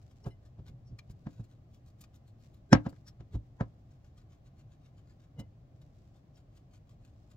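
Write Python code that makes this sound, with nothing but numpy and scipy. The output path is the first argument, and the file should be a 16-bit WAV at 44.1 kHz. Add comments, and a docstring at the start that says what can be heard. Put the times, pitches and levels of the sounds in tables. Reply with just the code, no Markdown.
"""A knife butters a slice of bread, swishing to and fro in three spells as it sticks and slips on crumbs.
It snags here and there, now and then rings, and digs in a plastic tub that knocks on the table top.
Sleeves and packaging rustle faintly over the low hum of a small room.
All this is heard through the two microphones of a phone standing on the same table."""
import sys
import numpy as np
from scipy import signal
from scipy.fft import rfft, irfft, next_fast_len
from scipy.io import wavfile
from scipy.ndimage import uniform_filter1d, minimum_filter1d

SR = 44100
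rng = np.random.default_rng(int(sys.argv[2]) if len(sys.argv) > 2 else 0)


def wav_out(sig):
    """Save sig, one row per channel (or a flat mono array), as 16-bit PCM at SR to the path in sys.argv[1]."""
    wavfile.write(sys.argv[1], SR, np.round(np.clip(np.atleast_2d(sig).T, -1, 1) * 32767).astype(np.int16))


N = 324576
AGE = np.arange(int(.4 * SR)) / SR  # seconds since a short sound began
LEAD_S = .08  # the touch comes this far into each short sound
SINCE_TOUCH = AGE - LEAD_S


def undb(db):
    """Turn decibels (dB) into a number to multiply by."""
    return 10 ** (np.asarray(db) / 20)


def unit(x):
    """Scale a sound to an average power of 1."""
    return x / np.sqrt(np.mean(x ** 2) + 1e-30)


def burst(x, db):
    """Give a short sound the energy of 0.04 seconds at this level."""
    energy = np.mean(np.sum(x ** 2, axis=-1))
    return x * undb(db) * np.sqrt(.04 * SR / (energy + 1e-30))


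def colour(x, points, share=1):
    """Shape the tone along a curve of (Hz, dB) points; share scales the dB values."""
    hz, db = np.transpose(points)
    size = next_fast_len(x.shape[-1])
    freqs = np.maximum(np.fft.rfftfreq(size, 1 / SR), 1)
    gain = undb(share * np.interp(np.log(freqs), np.log(hz), db))
    return irfft(rfft(x, size) * gain, size)[..., :x.shape[-1]]


def band(x, edges, order=2):
    """Keep what lies between two frequencies in Hz, without delaying it."""
    return signal.sosfiltfilt(signal.butter(order, edges, "band", fs=SR, output="sos"), x + 1e-18)


def wander(rate):
    """Drift between random values near zero, rate times a second."""
    targets = rng.standard_normal(4096)
    return 1.2 * np.interp(np.arange(N) / SR * rate, np.arange(4096), targets)


def swells(rows, rest_db):
    """A resting loudness with a bell-shaped rise for each row."""
    t = np.arange(N) / SR
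    power = sum(undb(db) ** 2 * np.exp(-((t - s) / half) ** 2) for s, half, db in rows)
    return np.sqrt(undb(rest_db) ** 2 + power)


def add(out, s, x):
    """Mix in a short sound so that its touch falls at s seconds."""
    start = int((s - LEAD_S) * SR)
    a, b = max(start, 0), min(start + x.shape[-1], N)
    out[:, a:b] += x[..., a - start:b - start]


def fade(fade_s):
    """Die away by 60 dB in the fade time, fade_s seconds."""
    return undb(-60 * AGE / fade_s)


def ring(tones, damping=1):
    """A struck object sounds its own tones; more damping makes them fade sooner."""
    return sum(undb(db) * fade(fade_s / damping) * np.cos(2 * np.pi * hz * AGE)
               for hz, db, fade_s in tones)


def grains(size, rate, spread_db):
    """Tiny slips at random moments, about rate a second, a few much larger than the rest."""
    happens = rng.random(size) < rate / SR
    slips = happens * rng.standard_normal(size)
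    return unit(slips * undb(spread_db * np.minimum(rng.exponential(size=size), 4)))


def click(blur_s, blur):
    """A sharp click blurred by a brief swell of noise before and after it; a longer blur is stronger."""
    swell = rng.standard_normal(len(AGE)) * np.exp(-np.abs(SINCE_TOUCH) / blur_s)
    pulse = swell / np.linalg.norm(swell) * (blur * blur_s) ** 2
    pulse[int(LEAD_S * SR)] += 1
    # even out the pitches, so the tone comes only from what is struck
    spectrum = rfft(pulse)
    power = uniform_filter1d(np.abs(spectrum) ** 2, size=15)
    return irfft(spectrum / np.sqrt(power + 1e-12), len(AGE))


def diffuse(points):
    """Noise from all round: alike at both microphones in the bass, unrelated in the treble."""
    # Each row: frequency in Hz, level in dB of the part that sets left and right apart.
    width = [(60, -17), (120, -23), (200, -13.0), (380, -7.5), (700, -1.5), (1300, 0.5)]
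    middle, side = rng.standard_normal((2, N))
    side = colour(side, width)
    return unit(colour(np.array([middle + side, middle - side]), points))


def background(hum_db=-57.5, rumble_gain_db=-1, waver_db=0.5):
    """The room hums steadily, and the table top drones under the hands."""
    # The tone of the room and of the table. Each row: frequency in Hz, relative level in dB.
    hum_tone = [(15, -40), (25, -8), (123, -1.5), (190, -13), (309, -17.5), (463, -28.5), (607, -23.5),
                (818, -29), (911, -39.5), (1040, -34), (1400, -42), (4870, -51), (7310, -55), (8830, -66),
                (16000, -60)]
    rumble_tone = [(30, -15.5), (70, -14), (108, 13), (150, -0.5), (250, -18.5), (600, -23), (1200, -71.5)]
    # A hand leans on the table. Each row: middle and half length in seconds, level in dB before gain.
    leans = [(1.0, .5, -55), (2.8, .06, -54.5), (3.3, .18, -64), (5.82, 0.1, -54)]
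    rumble = diffuse(rumble_tone) * swells(leans, rest_db=-62)
    rumble *= undb(rumble_gain_db + waver_db * wander(15))
    hum = diffuse(hum_tone) * undb(hum_db)
    return (hum + rumble) * undb([[.4], [-.4]])  # slightly louder on the left


def rustle(gain_db=-4, flicker_db=3):
    """Moving arms make sleeves and packaging crackle finely and unevenly."""
    # Arm movements. Each row: middle and half length in seconds, level in dB before gain.
    reaches = [(0.03, 0.13, -72.5), (1.28, 0.12, -79.5), (2.45, 0.028, -71), (2.84, .1, -73.5),
               (3.7, 0.23, -81.5), (6.02, 0.14, -80), (7.22, 0.13, -84)]
    # The tone of the crackle. Each row: frequency in Hz, relative level in dB.
    rustle_tone = [(500, -11.5), (1500, -2.5), (3000, -3.5), (5200, -2), (7500, -5.5), (9000, -16),
                   (15000, -16.5)]
    fibres = np.array([grains(N, rate=1100, spread_db=3) for _ in range(2)])
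    crackle = unit(colour(fibres, rustle_tone)) * swells(reaches, rest_db=-97.5)
    return crackle * undb(gain_db + flicker_db * wander(42))


def taps(events, tones, blur):
    """Light touches set one small object ringing."""
    out, ringing = np.zeros((2, N)), ring(tones)
    for s, blur_s, db in events:
        tap = signal.fftconvolve(ringing, click(blur_s, blur))[:len(AGE)]
        add(out, s, burst(tap, db))
    return out


def knife_and_tub(rim_fade_s=.028, wall_damping=2.2):
    """The steel knife and the plastic tub ring only briefly, because hands hold them."""
    # The blade clinks, it catches the tub's rim, and the tub's wall snaps back.
    # Each row: time in seconds, blur time in seconds, level in dB.
    clinks = [(0.245, 0.0017, -74.5), (.312, 0.012, -72), (2.932, 0.0021, -91.5), (5.399, 0.0036, -61)]
    rim_touches = [(.242, 0.0053, -71.5), (.879, 0.012, -76), (2.7305, 0.0019, -33), (3.082, 0.0068, -61.5),
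                   (3.604, 0.0011, -85), (6.358, 0.0083, -77.5)]
    snaps = [(.9905, 0.0016, -60)]
    # The knife's tones. Each row: pitch in Hz, relative level in dB, fade time in seconds.
    knife_tones = [(2060, -3, .11), (2940, 0, .08), (4010, -5, .05), (5220, -5, .035), (8130, -14, .03),
                   (9810, -12, .03)]
    # The rim's tones. Each row: pitch in Hz, relative level in dB.
    rim_peaks = [(1870, -12.5), (4730, -5.5), (5300, -2.5), (5580, 1), (5990, -13.5), (6790, -15.5),
                 (9760, -29.5)]
    # The wall's tones. Each row: pitch in Hz, width in Hz before damping, relative level in dB.
    wall_peaks = [(1470, 22, -31), (2380, 29, 2), (3120, 71, -31), (4260, 28, -1.5), (5270, 25, -8),
                  (6850, 57, -15), (8000, 100, -36), (9050, 68, -45)]
    rim_tones = [(hz, db, rim_fade_s) for hz, db in rim_peaks]
    # a wider peak fades sooner
    wall_tones = [(hz, db, np.log(1000) / (np.pi * width * wall_damping)) for hz, width, db in wall_peaks]
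    knife = taps(clinks, knife_tones, blur=1000)
    rim = band(taps(rim_touches, rim_tones, blur=600), (1000, 13500), order=1)
    wall = taps(snaps, wall_tones, blur=750)
    return knife + rim + wall


def table_knocks(cloud_db=-12, rocking_db=-18, sway_hz=57):
    """Knife and tub knock on the table: it rings with a thud, a clack and a tick, and sways on its legs."""
    # Each row: time and blur time in seconds, thud pitch in Hz, thud level in dB,
    # how many dB the clack is below the thud, how many dB the tick is below the clack.
    blows = [(0.268, 0.0087, 125.5, -36, 9, 23.5), (0.594, 0.0093, 100, -46.5, 14.5, 21),
             (0.707, 0.019, 100, -46.5, 19, 33), (0.917, 0.0096, 100, -46, 25, 20),
             (1.1, 0.0053, 93, -46.5, 23.5, 8), (1.27, 0.0041, 171, -39.5, 15, 17.5),
             (1.4, 0.0076, 118, -41, 22, 28), (2.7307, 0.0026, 195, -13.5, 6, 16),
             (2.7515, 0.0025, 166, -26.5, 8.5, 21), (2.866, 0.0053, 176.6, -33.5, 11, 20),
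             (2.93, 0.0029, 133.6, -55, 8.5, 30), (3.208, 0.0047, 97.4, -46.5, 14.5, 14),
             (3.352, 0.0086, 78.2, -34, 15.5, 22.5), (3.61, 0.00435, 151.4, -30, 9, 22.5),
             (5.399, 0.011, 146.9, -39.5, 14.5, 23.5)]
    # Tones of table and tub. Each row: pitch in Hz, relative level in dB, undamped fade time in seconds.
    table_tones = [(66.4, -19.5, 0.13), (112.6, -8.5, 0.18), (137.6, 1, 0.043), (207, -0.5, 0.039),
                   (263, -9.5, 0.14), (300, -13, 0.58), (369, -16.5, 0.16), (460, -25, 0.044),
                   (525, -16.5, 0.17), (633, -25.5, 0.033), (682, -19, 0.17), (696, -28, 0.15),
                   (918, -23.5, 0.027), (1260, -19.5, 0.024), (1300, -25.5, 0.13), (1581, -16, 0.045),
                   (1630, -22, 0.14), (1900, -33, 0.019), (2100, -28, 0.05), (2160, -30, 0.028),
                   (2480, -38.5, 0.04), (3100, -42.5, 0.0309), (3740, -33.5, 0.044), (4650, -35, 0.035),
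                   (6400, -24.5, 0.0088), (6000, -39, 0.025), (7800, -36.5, 0.025)]
    # A cloud of many more short tones. Each row: frequency in Hz, relative level in dB.
    cloud_tone = [(100, -7.5), (350, 6.0), (700, 1), (1600, -10.5), (2200, -4), (4000, -13),
                  (5600, -20.0), (7500, -23.5), (9500, -29.5), (15000, -24.5)]
    # wood and plastic lose their higher tones quickly
    tones = [(hz, db, min(fade_s, .02 + 60 / hz)) for hz, db, fade_s in table_tones]
    # every other tone rocks the phone sideways, pushing its microphones opposite ways
    rocking = unit(band(ring(tones[1::2], damping=1.05), (260, 1100)))
    wood = unit(ring(tones, damping=1.05)) + undb(rocking_db) * rocking * np.array([[1], [-1]])
    after = np.maximum(SINCE_TOUCH, 0)
    sway = np.sin(2 * np.pi * sway_hz * after) * undb(-60 * after / .15)
    out = np.zeros((2, N))
    for s, blur_s, thud_hz, thud_db, clack_drop_db, tick_drop_db in blows:
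        cloud = colour(rng.standard_normal((2, len(AGE))), cloud_tone) * fade(.097)
        body = wood + undb(cloud_db) * unit(cloud)
        hit = signal.fftconvolve(body, click(blur_s, blur=330)[None], axes=1)[:, :len(AGE)]
        thud = signal.filtfilt(*signal.iirpeak(thud_hz, Q=.97, fs=SR), hit + 1e-18)
        thud = np.roll(thud, int(.25 * SR / thud_hz))  # the heavy top answers a quarter cycle late
        cutoff_hz = np.clip(8.3 / blur_s, 300, 8000)  # a more blurred knock sounds duller
        clack = signal.sosfilt(signal.butter(2, cutoff_hz, fs=SR, output="sos"), hit + 1e-18)
        clack_db = thud_db - clack_drop_db
        thud = burst(band(thud, (50, 460), order=3), thud_db)
        clack = burst(band(clack, (2.05 * thud_hz, 2000), order=3), clack_db)
        tick = burst(band(hit, (2000, 7500), order=3), clack_db - tick_drop_db)
        sway_db = thud_db - 10.5 * np.log2(thud_hz / sway_hz)  # a higher thud stirs less sway
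        add(out, s, thud + clack + tick + burst(sway, sway_db))
    return out


def strokes(press_db=2, half_length_s=.014):
    """The hand moves the blade to and fro in spells, each stroke a little different."""
    # Each row: first and last stroke in seconds, strokes per second, quickening from 0 to 1,
    # base level in dB, rise over the spell in dB, brightness in dB.
    spells = [(1.745, 2.55, 7.5, 0.01, -80.5, -7, 4), (3.923, 5.229, 7.6, 0.06, -81, 1, -0.5),
              (6.161, 7.056, 5.6, 0.23, -78.5, 7, 1)]
    rows = []
    for first, last, rate, quickening, db, rise_db, bright_db in spells:
        count = int(round((last - first) * rate)) + 1
        for progress in np.linspace(0, 1, count):
            s = first + (last - first) * (progress + quickening * progress * (1 - progress))
            pressure_db = press_db * np.sin(np.pi * progress)  # the hand presses harder mid-spell
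            level_db = db + rise_db * (progress - .5) + pressure_db + rng.standard_normal()
            half_length = half_length_s * undb(2 * rng.standard_normal())
            rows.append((s, half_length, level_db, bright_db))
    return rows


def blade_scrapes(rasp_db=1, fizz_db=-11.5):
    """The blade sticks and slips over crumbs and plastic; each stroke or snag swells and fades."""
    # Snags on crust or tub. Each row: middle and half length in seconds, hiss level and brightness in dB.
    snags = [(0.112, 0.006, -81, 0), (0.268, 0.0069, -75, 9), (0.458, 0.015, -79, 0.5),
             (0.68, 0.01, -70.5, 0.5), (0.99, 0.0016, -69.5, -3), (1.107, 0.0045, -75, 7),
             (1.36, 0.045, -75, 1), (1.443, 0.0038, -80, 4), (1.511, 0.019, -80, 0.5),
             (2.012, 0.0017, -67.5, 11.5), (2.037, 0.0048, -71, 0), (2.155, 0.0032, -80, 8),
             (2.544, 0.0025, -82, 8), (2.893, 0.004, -72.5, 6), (2.963, 0.0026, -86, -5.5),
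             (3.08, 0.0082, -68.5, 3), (3.341, 0.0079, -72, -1), (4.179, 0.0064, -78, 1.5),
             (4.591, 0.0045, -92, 12), (5.397, 0.0049, -67.5, 6), (5.821, 0.0047, -79.5, 2),
             (6.566, 0.003, -85, 7), (7.314, 0.008, -76, 2)]
    # The tone of rubbing. Each row: frequency in Hz, relative level in dB.
    rub_tone = [(590, 10), (1000, -3.5), (1230, -0.5), (1320, -17), (1440, -5), (1900, -11), (3300, -9.5),
                (6190, -13), (7270, -11.5), (8840, -18.5), (15500, -13.5)]
    # Low rasp, middle hiss and high fizz. Each row: lowest and highest frequency in Hz.
    ranges = [(1000, 3200), (3200, 8000), (8000, 15500)]
    out = np.zeros((2, N))
    for s, half_length, hiss_db, bright_db in strokes() + list(snags):
        slips = grains(len(AGE), rate=1200, spread_db=3.5) + .25 * rng.standard_normal((2, len(AGE)))
        slips /= np.cosh(np.clip(SINCE_TOUCH / half_length, -60, 60))  # swell and fade
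        spot = rng.standard_normal((1, len(AGE))) * fade(.041)  # each rubbed spot has its own brief ring
        rub = colour(signal.fftconvolve(slips, spot, axes=1)[:, :len(AGE)], rub_tone)
        # a brighter scrape trades rasp for fizz
        levels = hiss_db + rasp_db - bright_db, hiss_db, hiss_db + fizz_db + bright_db
        add(out, s, sum(burst(band(rub, edges), db) for edges, db in zip(ranges, levels)))
    return out


def room_echo(x, echo_db=-24):
    """The walls add a short echo that grows duller as it fades."""
    noise = rng.standard_normal((2, len(AGE)))
    lows = band(noise, (60, 1500)) * fade(.17)
    highs = 1.3 * band(noise, (1500, 4000)) * fade(.12)
    tail = (lows + highs) * np.minimum(AGE / .0078, 1)
    tail = tail / np.linalg.norm(tail[0]) * undb(echo_db)
    return x + signal.fftconvolve(x, tail, axes=1)[:, :N]


def scene():
    """Mix everything; the work at the table reaches the left microphone a little earlier and brighter."""
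    # Each row: frequency in Hz, how many dB louder the left is than the right.
    balance = [(100, -.8), (400, -.8), (1300, 3.5), (4500, 4), (9000, 1.5), (15000, 1.5)]
    left, right = room_echo(table_knocks() + blade_scrapes() + knife_and_tub())
    # the right lags by 0.17 ms; round the phone's body the lag levels off near a quarter cycle
    lag_radians = np.minimum(2 * np.pi * np.fft.rfftfreq(N, 1 / SR) * .00017, 1.5)
    right = irfft(rfft(right) * np.exp(-1j * lag_radians), N)
    work = np.array([colour(left, balance, share=.5), colour(right, balance, share=-.5)])
    return work + rustle() + background()


def record(dry, ceiling=.97, top_hz=15800):
    """The phone briefly turns down any peak above the ceiling, and cuts the highest treble."""
    window = int(.0015 * SR)
    gain = ceiling / np.maximum(np.abs(dry).max(axis=0), ceiling)
    gain = uniform_filter1d(minimum_filter1d(gain, window), window)
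    return signal.sosfilt(signal.ellip(8, .2, 70, top_hz, fs=SR, output="sos"), dry * gain)


dry = scene()
out = record(dry)
wav_out(out)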